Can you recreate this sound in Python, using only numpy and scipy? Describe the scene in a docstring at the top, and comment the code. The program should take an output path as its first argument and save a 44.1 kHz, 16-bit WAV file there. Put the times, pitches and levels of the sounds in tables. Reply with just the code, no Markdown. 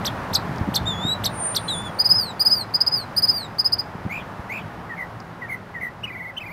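"""Distant traffic rumbles as filtered noise and slowly recedes while a mockingbird on top of a hedge sings:
gliding harmonic tones form sharp chips and two mellow whistles. A few soft bumps, decaying cosines, shake
the microphone, noise ticks snap among the twigs and a thin sine whistle sounds briefly above the song.
Runs of high pips and slurs follow, then low buzzes, soft notes with warbles, and trills.
Dying clouds of reflections from leaves and trees, and one from the ground, trail each note."""
import sys
import numpy as np
from scipy import signal
from scipy.fft import rfft, irfft
from scipy.io import wavfile
from scipy.ndimage import uniform_filter1d

SR = 44100
rng = np.random.default_rng(int(sys.argv[2]) if len(sys.argv) > 2 else 0)


def unload_audio(sound):
    """Save the sound as a 16-bit wav file, at the path given as the first command line argument."""
    columns = np.transpose(np.atleast_2d(sound))
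    # keep every value between -1 and 1, then stretch to whole-number steps
    steps = np.round(np.clip(columns, -1, 1) * 32767)
    wavfile.write(sys.argv[1], SR, steps.astype(np.int16))


N = 287532
CUTOFF_HZ = 15700   # upper limit of the overtones and of the whole sound

# overtone strength after throat and beak, in the high notes; each note adds its own overtone gain:
# (frequency [Hz], gain relative to the fundamental [dB])
HIGH_OVERTONES = [(7500, -14.5), (9000, -19.5), (10200, -30.5), (12000, -30.5), (14000, -16.5),
                  (15300, -38)]
# the same for the low notes and warbles: (frequency [Hz], gain relative to the fundamental [dB])
LOW_NOTE_OVERTONES = [(4000, -34), (6500, -35), (9300, -38), (10900, -22), (12400, -33), (14000, -24),
                      (16000, -31)]


def from_db(db):
    """Logarithmic level: 20 dB is a factor of ten in amplitude."""
    return 10 ** (np.asarray(db) / 20)


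def rms_one(x):
    """Normalisation of the mean power to one."""
    return x / np.sqrt(np.mean(x ** 2) + 1e-20)


def in_time(rows):
    """Linear interpolation: each column of a curve at every sample."""
    s, *columns = np.transpose(rows)
    return [np.interp(np.arange(N) / SR, s, column) for column in columns]


def drift(rate, size):
    """Low-passed random fluctuation: noise averaged twice over 1/rate seconds, with spread 1."""
    width = max(2, int(SR / rate))
    noise = rng.standard_normal(size + SR)
    slow = uniform_filter1d(uniform_filter1d(noise, width), width)
    return rms_one(slow)[SR // 2:SR // 2 + size]


def coloured_noise(spectrum):
    """Spectral shaping: white noise weighted in frequency, then scaled to rms 1."""
    table_hz, table_db = np.transpose(spectrum)
    hz = np.maximum(np.fft.rfftfreq(N, 1 / SR), 1)
    octaves_outside = np.abs(np.log2(hz / np.clip(hz, table_hz[0], table_hz[-1])))
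    # beyond the table the spectrum falls by 24 dB per octave
    gain_db = np.interp(np.log(hz), np.log(table_hz), table_db) - 24 * octaves_outside
    return rms_one(irfft(rfft(rng.standard_normal(N)) * from_db(gain_db), N))


def add(out, t, sound):
    """Superposition: mix a sound in at its sample times."""
    at = np.round(t * SR).astype(int)
    inside = (at >= 0) & (at < N)
    out[at[inside]] += sound[inside]


def sample_times(start, end):
    """Uniform sampling of the time between two moments."""
    first = int(start * SR)
    return np.arange(first, max(int(end * SR), first + 2)) / SR


def envelope_db(t, attack, release, depth_db=20):
    """Amplitude envelope: attack, hold and release, in dB relative to the full level."""
    missing_attack = np.maximum(1 - (t - t[0]) / attack, 0)
    missing_release = np.maximum(1 - (t[-1] - t) / release, 0)
    return -depth_db * (missing_attack ** 2 + missing_release ** 2)


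def near(hz, centre_hz, width_hz):
    """Gaussian resonance weight: 1 at a pitch, falling to 0 on both sides."""
    return np.exp(-((hz - centre_hz) / width_hz) ** 2)


def arch(s, top_hz, level_db, half, droop, fade_db, lean_db=0, flatness=2.53, shoulder=0.91):
    """Pressure-driven pitch: one push of air lifts pitch and loudness in a round arch; gives times, Hz, dB."""
    t = sample_times(s - half, s + half)
    place = (t - s) / half   # -1 to 1
    away = np.tanh((np.abs(place) / shoulder) ** flatness)
    hz = top_hz * (1 - droop * away)
    db = level_db - fade_db * np.abs(place) ** 1.6 - lean_db * place ** 3   # positive lean: louder on the rise
    return t, hz, db


def syrinx(hz, level_db, overtones, beak_db, jitter, shimmer_db, mistuning_db=0):
    """Source and filter: an unsteady membrane's overtones slide through throat resonances and out of the beak."""
    size = len(hz)
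    hz = uniform_filter1d(hz, size=96, mode="nearest") * (1 + jitter * drift(1660, size))
    phase = 2 * np.pi * np.cumsum(hz) / SR
    tone = np.sin(phase) * from_db(-mistuning_db)   # the fundamental weakens as it leaves the throat's tuning
    for k in range(2, 9):
        overtone_db = beak_db + np.interp(k * hz, *np.transpose(overtones))
        tone += from_db(overtone_db) * np.sin(k * phase) * (k * hz < CUTOFF_HZ)
    edges = signal.windows.tukey(size, min(1, .004 * SR / size))   # 2 ms fade at each end
    return np.sqrt(2) * tone * edges * from_db(level_db + shimmer_db * drift(203, size))


def traffic(rumble_gain_db=3, roar_gain_db=0.5, waver_hz=8):
    """Broadband and narrowband noise: engine rumble with two wavering drones, under a broad roar of tyres."""
    # levels before the two gains are added: (time [s], rumble level [dB], tyre roar level [dB])
    traffic_levels = [(0.0, -33.5, -31.5), (1.07, -35.5, -34), (1.72, -40, -34.5), (2.63, -43.5, -37),
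                      (3.19, -42, -37), (3.72, -44.5, -39), (4.34, -41, -37.5), (6.36, -47.5, -43.5),
                      (6.52, -46.5, -42.5)]
    # engine noise spectrum: (frequency [Hz], relative density [dB per Hz])
    rumble_spectrum = [(28, -12), (45, -10.5), (70, -6), (110, 2), (140, -3), (175, 0.5), (230, -5.5),
                       (300, -10.5), (400, -15.5)]
    # tyre noise spectrum: (frequency [Hz], relative density [dB per Hz])
    roar_spectrum = [(200, -10), (330, -3), (550, -0.5), (850, 2.5), (1200, -1), (1700, -5), (2400, -14),
                     (3300, -20), (5000, -25.5), (8000, -35), (12000, -35), (15500, -40.5)]
    # engine notes within the rumble: (frequency [Hz], level relative to the rumble noise [dB])
    engine_notes = [(110, -11), (170, -17.5)]
    rumble_db, roar_db = in_time(traffic_levels)
    engines = coloured_noise(rumble_spectrum)
    for hz, db in engine_notes:
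        phase = 2 * np.pi * hz * np.arange(N) / SR
        # independent slow sine and cosine parts make a narrow band of noise
        engines += from_db(db) * (drift(waver_hz, N) * np.sin(phase) + drift(waver_hz, N) * np.cos(phase))
    rumble = from_db(rumble_db + rumble_gain_db + 1.25 * drift(6.6, N)) * engines
    roar = from_db(roar_db + roar_gain_db + 0.18 * drift(14.7, N)) * coloured_noise(roar_spectrum)
    return rumble + roar


def chips(swell_s=.006, closing_db_per_s=350, under_ratio=.72, under_db=-13, under_s=0.0076):
    """Rapid frequency sweep: up over two octaves, then down louder as the beak closes, briefly in two voices."""
    # the chips, end pitch before the sag: (time of the top [s], top pitch [Hz], end pitch [Hz], level [dB],
    # upsweep below that level [dB], overtone gain [dB])
    chip_notes = [(0.063, 6300, 3430, -17, 7, -7), (0.347, 6670, 4000, -11.5, 14.5, -6.5),
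                  (0.755, 6440, 3640, -13, 11, -5.5), (1.2532, 6340, 3730, -14, 9, -5.5),
                  (1.56, 6280, 3610, -15.5, 13, -7)]
    # throat and beak: (frequency [Hz], gain relative to the fundamental before the overtone gain [dB])
    chip_overtones = [(6000, -19), (8000, -0.5), (10000, -20), (11500, -4), (13200, -1), (14500, -35),
                      (16000, -51)]
    lead_s, tail_s = .018, 0.028   # heard before and after the top
    rise_s, settle_s, sag_hz_per_s = .0115, .0068, 7100
    out = np.zeros(N)
    for s, top_hz, end_hz, level_db, softer_db, beak_db in chip_notes:
        t = sample_times(s - lead_s, s + tail_s)
        before, after = np.maximum(s - t, 0), np.maximum(t - s, 0)
        height = np.exp(-(after / settle_s) ** 1.22) - (before / rise_s) ** 1.4
        hz = end_hz * (top_hz / end_hz) ** height - sag_hz_per_s * after
        swell_db = -softer_db * (1 - np.minimum(after / swell_s, 1) ** 2)
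        db = level_db + swell_db + envelope_db(t, attack=0.012, release=0.034)
        closing_db = beak_db - closing_db_per_s * after
        add(out, t, syrinx(hz, db, chip_overtones, closing_db, jitter=.028, shimmer_db=1.6))
        # the other side of the syrinx falls below the first
        both = (t > s) & (t < s + under_s)
        db = level_db + under_db + envelope_db(t[both], attack=0.001, release=0.0014)
        under_hz = under_ratio * hz[both]
        add(out, t[both], syrinx(under_hz, db, chip_overtones, beak_db, jitter=.028, shimmer_db=1.6))
    return out


def rasp(voice, level_db):
    """Flow turbulence: noise in the syrinx follows the strength of the note."""
    # turbulence spectrum: (frequency [Hz], relative density [dB per Hz])
    rasp_spectrum = [(3000, -5), (6000, -6), (9000, -3), (11000, -12), (13500, -3.5), (15500, -10)]
    strength = np.sqrt(np.abs(uniform_filter1d(voice ** 2, size=128)))
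    return strength * from_db(level_db) * coloured_noise(rasp_spectrum)


def scatter(x, delay, t60, level_db):
    """Diffuse reverberation: a cloud of small reflections dies exponentially."""
    t = np.arange(SR) / SR
    echoes = rng.standard_normal(SR) * np.exp(-np.log(1000) * t / t60) * (t > delay)
    unit_energy = echoes / np.sqrt(np.sum(echoes ** 2) + 1e-20)
    return from_db(level_db) * signal.fftconvolve(x, unit_energy)[:N]


def ground_echo(x, delay, level_db):
    """Specular reflection: the ground returns one delayed, weaker copy."""
    return from_db(level_db) * np.interp(np.arange(N) - delay * SR, np.arange(N), x, left=0)


def bumps(low_hz=38, soft_hz=370):
    """Damped oscillation: a dull tap and a few cycles of ringing on the microphone."""
    # knocks, levels before the filters: (time [s], starting level [dB], pitch [Hz], 60 dB decay time [s])
    knocks = [(0.492, -16, 139, 0.057), (0.61, -8.5, 88, 0.037), (0.619, -27, 172, .03),
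              (0.671, -18, 238, 0.057), (0.685, -9, 197, 0.034), (0.812, -18.5, 60, 0.06),
              (0.843, -25, 55, .07), (1.049, -9, 154, 0.025), (3.95, -19.5, 155, 0.046),
              (4.05, -17.5, 94, 0.06), (4.061, -15.5, 182, 0.048), (4.393, -20.5, 71, 0.033),
              (4.655, -25.5, 147, 0.097)]
    out = np.zeros(N)
    for s, db, hz, t60 in knocks:
        t = sample_times(s, s + 2 * t60)
        decay = np.exp(-np.log(1000) * (t - s) / t60)
        add(out, t, from_db(db) * decay * np.cos(2 * np.pi * hz * (t - s)))
    out = signal.sosfilt(signal.butter(2, low_hz, "high", fs=SR, output="sos"), out)
    return signal.sosfilt(signal.butter(6, soft_hz, fs=SR, output="sos"), out)


def ticks(t60=0.022):
    """Impulsive noise: faint dry snaps among the twigs die exponentially at once."""
    # snaps: (time [s], starting level [dB])
    snaps = [(0.56, -40), (.583, -40), (5.202, -38.5)]
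    # spectrum of a snap: (frequency [Hz], relative density [dB per Hz])
    snap_spectrum = [(3800, -6), (4600, 7), (6500, -3), (9000, -32)]
    envelope = np.zeros(N)
    for s, db in snaps:
        t = sample_times(s, s + t60)
        add(envelope, t, from_db(db) * np.exp(-np.log(1000) * (t - s) / t60))
    return envelope * coloured_noise(snap_spectrum)


def whistles(beak_db=-9):
    """Frequency glide: two slow, mellow notes; the second starts in two voices."""
    # one contour for each note: (time [s], pitch [Hz], level [dB])
    contours = [
        [(0.855, 3490, -37.5), (0.877, 3713, -22), (0.949, 3360, -35), (0.997, 3430, -36.5), (1.091, 3844, -23),
         (1.137, 3940, -23), (1.16, 3730, -59)],
        [(1.68, 4072, -34.5), (1.684, 4070, -27.5), (1.712, 3850, -24), (1.754, 3424, -33.5),
         (1.836, 3520, -40), (1.87, 3444, -37.5), (1.9, 3300, -45)],
    ]
    # short arch from the second side of the syrinx: (time of the middle [s], top pitch [Hz], level [dB],
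    # half length [s])
    second_voice = (1.689, 3460, -27, .011)
    # throat and beak: (frequency [Hz], gain relative to the fundamental before the overtone gain [dB])
    whistle_overtones = [(7000, -8), (8000, -9), (10000, -26), (11500, -18), (14000, -26.5), (16000, -30)]
    out = np.zeros(N)
    for contour in contours:
        s, contour_hz, contour_db = np.transpose(contour)
        t = sample_times(s[0], s[-1])
        hz, db = np.interp(t, s, contour_hz), np.interp(t, s, contour_db)
        add(out, t, syrinx(hz, db, whistle_overtones, beak_db, jitter=.0025, shimmer_db=.9))
    t, hz, db = arch(*second_voice, droop=0.15, fade_db=21)
    add(out, t, syrinx(hz, db, whistle_overtones, beak_db, jitter=.0025, shimmer_db=.9))
    return out


def thin_whistle(pitch_hz=9027):
    """Pure tone: a narrow, steady pitch swells three times, ever weaker."""
    # level curve: (time [s], level [dB])
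    swells = [(1.29, -57), (1.38, -35.5), (1.458, -23.5), (1.634, -45.5), (1.786, -33), (1.834, -56),
              (1.872, -44), (1.896, -61), (2.05, -57)]
    out = np.zeros(N)
    s, db = np.transpose(swells)
    t = sample_times(s[0], s[-1])
    hz = np.full(len(t), pitch_hz)   # every overtone lies above the cutoff and is left out
    add(out, t, syrinx(hz, np.interp(t, s, db), HIGH_OVERTONES, 0, jitter=.0002, shimmer_db=1.7))
    return out


def pips(droop=0.14, fade_db=22, lean_db=3):
    """Pressure-driven pitch: runs of high, arched notes."""
    # the pips: (time of the middle [s], top pitch [Hz], level [dB], half length [s], overtone gain [dB])
    pip_notes = [(2.007, 4970, -11.5, .02, 2.5), (2.062, 5016, -13, .021, 3), (2.115, 5057, -9.5, .026, 4),
                 (2.415, 4944, -12.5, .021, 7), (2.47, 5025, -10.5, .022, 5),
                 (2.528, 5040, -12, 0.033, 2.5), (2.754, 5006, -12.5, 0.017, -1.5),
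                 (2.816, 5024, -10.5, 0.013, 0), (2.877, 5040, -11, 0.014, -0.5),
                 (3.183, 4994, -13, 0.02, 9.5), (3.241, 5037, -12.5, .021, 5.5),
                 (3.298, 5030, -12, .026, 0.5), (3.601, 5020, -13, .018, 1.5),
                 (3.663, 5070, -14, 0.02, 1.5), (3.734, 5017, -12, 0.014, 1.5),
                 (3.798, 4996, -18, 0.017, -0.5)]
    out = np.zeros(N)
    for s, top_hz, level_db, half, beak_db in pip_notes:
        t, hz, db = arch(s, top_hz, level_db, half, droop, fade_db, lean_db)
        add(out, t, syrinx(hz, db, HIGH_OVERTONES, beak_db, jitter=.0012, shimmer_db=1))
    return out


def slurs(round_s=0.0044, waver=0.0026):
    """Falling glide: a note bends over into a straight, slightly wavering fall and fades with its pitch."""
    # long notes among the runs of pips: (time of the top [s], lead-in [s], fall [s], start pitch [Hz],
    # top pitch [Hz], end pitch [Hz], level [dB], fade [dB per octave], overtone gain [dB])
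    slur_notes = [(2.171, 0.042, 0.16, 4570, 5140, 3660, -17, 53, 2.5),
                  (2.571, 0.026, 0.073, 4870, 4770, 3920, -24, 27, 3),
                  (2.942, .033, 0.11, 4800, 5047, 3960, -18, 67, 0),
                  (3.362, .044, 0.11, 4620, 4800, 3640, -26.5, 35, 2.5)]
    dip_hz, dip_width_hz, dip_depth_db = 4380, 36, 15.5   # every fundamental weakens as it falls past this pitch
    out = np.zeros(N)
    for s, lead, fall, start_hz, top_hz, end_hz, level_db, fade_db, beak_db in slur_notes:
        t = sample_times(s - lead, s + fall)
        fallen = (np.hypot(t - s, round_s) - round_s) / (np.hypot(fall, round_s) - round_s)
        lead_in = (start_hz / top_hz) ** (((t - s) / lead) ** 2)
        hz = top_hz * np.where(t < s, lead_in, (end_hz / top_hz) ** fallen)
        db = level_db + fade_db * np.log2(hz / top_hz) + envelope_db(t, attack=0.028, release=0.023)
        dip_db = dip_depth_db * near(hz, dip_hz, dip_width_hz)
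        hz = hz * (1 + waver * drift(90, len(t)))
        voice = syrinx(hz, db, HIGH_OVERTONES, beak_db, jitter=0.00063, shimmer_db=2, mistuning_db=dip_db)
        add(out, t, voice)
    return out


def buzzes(beak_db=-2):
    """Frequency modulation: pulses snap the pitch up and let it slide back; a rough second voice frays the end."""
    # low rising buzzes, pitches before the pulses: (start [s], length [s], start pitch [Hz], top pitch [Hz],
    # level [dB])
    buzz_notes = [(4.093, 0.12, 1990, 2483, -30), (4.491, 0.12, 1915, 2480, -31)]
    # throat and beak: (frequency [Hz], gain relative to the fundamental before the overtone gain [dB])
    buzz_overtones = [(4500, -27), (5600, -29), (7200, -23), (9000, -42), (11200, -26), (12300, -30),
                      (14000, -25), (16000, -30)]
    pulses_per_s, depth, gap_db = 65, .075, 6
    rise_s, attack_s, release_s = 0.083, 0.011, 0.039
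    fray_start_hz, fray_end_hz, fray_db = 3900, 2850, -48.5   # the second voice falls as a buzz ends
    fray_lead_s, fray_tail_s = .04, 0.0167   # before and after the buzz's end
    out = np.zeros(N)
    for s, length, start_hz, top_hz, level_db in buzz_notes:
        t = sample_times(s, s + length)
        pulse_place = (pulses_per_s * (t - s) + .05 * drift(60, len(t))) % 1
        snap = 1 - 2 * pulse_place
        grown = np.clip((t - s) / rise_s, 0, 1)
        hz = top_hz - (top_hz - start_hz) * (1 - (t - s) / rise_s) ** 2
        hz = hz * (1 + depth * np.sqrt(grown) * (snap + np.maximum(snap, 0) ** 3))
        db = level_db + envelope_db(t, attack_s, release_s) - gap_db * grown * snap ** 2
        add(out, t, syrinx(hz, db, buzz_overtones, beak_db, jitter=.025, shimmer_db=1.8))
        t = sample_times(s + length - fray_lead_s, s + length + fray_tail_s)
        snap = 1 - 2 * (pulses_per_s * (t - s) % 1)
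        hz = np.geomspace(fray_start_hz, fray_end_hz, len(t)) * (1 + depth * snap)
        db = fray_db + envelope_db(t, attack=.03, release=.012)
        add(out, t, syrinx(hz, db, buzz_overtones, beak_db, jitter=.05, shimmer_db=3))
    return out


def low_notes():
    """Exponential relaxation: a soft note slides down and settles on its pitch."""
    # the low notes: (start [s], end pitch [Hz], level [dB], overtone gain [dB])
    soft_notes = [(4.89, 1778, -32.5, -16), (5.411, 1815, -33.5, -14), (5.741, 1815, -32.5, -14)]
    length_s, slide, settle_s = 0.065, 0.179, .02   # starts higher by the share "slide"
    out = np.zeros(N)
    for s, end_hz, level_db, beak_db in soft_notes:
        t = sample_times(s, s + length_s)
        hz = end_hz * (1 + slide * np.exp(-(t - s) / settle_s))
        db = level_db + envelope_db(t, attack=0.014, release=0.032)
        add(out, t, syrinx(hz, db, LOW_NOTE_OVERTONES, beak_db, jitter=.004, shimmer_db=2.3))
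    return out


def warbles(swing_db=3.0):
    """Vibrato: a sinking note swings fast, starts ragged and thins at the top of each swing."""
    # the answer to each low note: (start [s], length [s], middle pitch [Hz], level [dB],
    # vibrato rate [swings per s], overtone gain [dB])
    warble_notes = [(4.963, 0.094, 2028, -31.5, 63, -5.5), (5.481, 0.088, 2094, -29.5, 47, 0),
                    (5.798, 0.096, 2003, -29, 54, -4)]
    sag_hz_per_s, depth = 2300, 0.03
    onset_depth, steady_s = 0.047, .025   # wider, rougher swings at first
    out = np.zeros(N)
    for s, length, middle_hz, level_db, rate, beak_db in warble_notes:
        t = sample_times(s, s + length)
        swing = -np.cos(2 * np.pi * rate * (t - s))
        roughness = 1 + swing + .5 * drift(300, len(t))
        unsteady = onset_depth * np.exp(-(t - s) / steady_s) * roughness
        sinking_hz = middle_hz - sag_hz_per_s * (t - s - length / 2)
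        hz = sinking_hz * (1 + depth * swing + unsteady)
        db = level_db + envelope_db(t, attack=0.036, release=0.033)
        voice = syrinx(hz, db, LOW_NOTE_OVERTONES, beak_db, jitter=0.0047, shimmer_db=1.5,
                       mistuning_db=swing_db * swing)
        add(out, t, voice)
    return out


def trills(dip_hz=2250, dip_width_hz=180, dip_db=8.0, early_db=-3, accent_beak_db=0):
    """Modulation across a weak spot of the throat: a high accent, then throbbing swings that sink and narrow."""
    # the trills; the accent adds its own level: (time of the accent [s], length [s], accent pitch [Hz],
    # resting pitch [Hz], level [dB], overtone gain [dB])
    trill_notes = [(6.045, 0.273, 2950, 2060, -31.5, -12.5), (6.379, .2, 3090, 2132, -32.5, -7)]
    # accent: (frequency [Hz], gain relative to the fundamental [dB])
    accent_overtones = [(6000, -27), (9000, -31), (12000, -38), (15000, -30)]
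    # swings: (frequency [Hz], gain relative to the fundamental before the overtone gain [dB])
    trill_overtones = [(4000, -30), (5000, -16), (6500, -37), (7500, -23), (9000, -43), (11000, -19),
                       (12500, -32), (14000, -19), (16000, -28)]
    swings_per_s, settle_s = 20, .08
    lift, depth, extra_depth = 0.13, 0.05, 0.097   # shares of pitch; lift and extra depth die away
    accent_half_s, accent_db = 0.015, 6
    out = np.zeros(N)
    for s, length, accent_hz, rest_hz, level_db, beak_db in trill_notes:
        t, hz, db = arch(s, accent_hz, level_db + accent_db, accent_half_s, droop=.21, fade_db=16, lean_db=-3)
        add(out, t, syrinx(hz, db, accent_overtones, accent_beak_db, jitter=0.013, shimmer_db=1.5))
        t = sample_times(s + accent_half_s, s + length)
        effort = np.exp(-(t - t[0]) / settle_s)
        swing = -(depth + extra_depth * effort) * np.cos(2 * np.pi * swings_per_s * (t - t[0]))
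        hz = rest_hz * (1 + lift * effort) * (1 + swing)
        db = level_db + early_db * effort + envelope_db(t, attack=0.014, release=.02)
        weak_db = dip_db * near(hz, dip_hz, dip_width_hz)
        voice = syrinx(hz, db, trill_overtones, beak_db, jitter=.005, shimmer_db=.6, mistuning_db=weak_db)
        add(out, t, voice)
    return out


def scene():
    """Superposition: the song, its echoes from the hedge, the ground and the trees, and the background."""
    sharp, high = chips(), pips()
    song = sharp + rasp(sharp, level_db=-24)
    song += high + rasp(high, level_db=-32)
    song += slurs() + whistles() + buzzes() + low_notes() + warbles() + trills()
    # lower pitches spread sideways into the leaves, while the highest are beamed ahead
    sideways = signal.sosfilt(signal.butter(6, 4400, fs=SR, output="sos"), song)
    hedge = scatter(sideways, delay=.004, t60=.13, level_db=-14)
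    hedge += scatter(song, delay=.004, t60=.12, level_db=-23)
    ground = ground_echo(song, delay=.017, level_db=-21)
    trees = scatter(song, delay=0.031, t60=0.93, level_db=-37)
    background = traffic() + bumps() + ticks() + thin_whistle()
    return (song + hedge + ground + trees + background)[None]


def record(dry):
    """Band limitation: an elliptic low-pass cuts the top steeply."""
    return signal.sosfilt(signal.ellip(12, .1, 80, CUTOFF_HZ, fs=SR, output="sos"), dry)


dry = scene()
out = record(dry)
unload_audio(out)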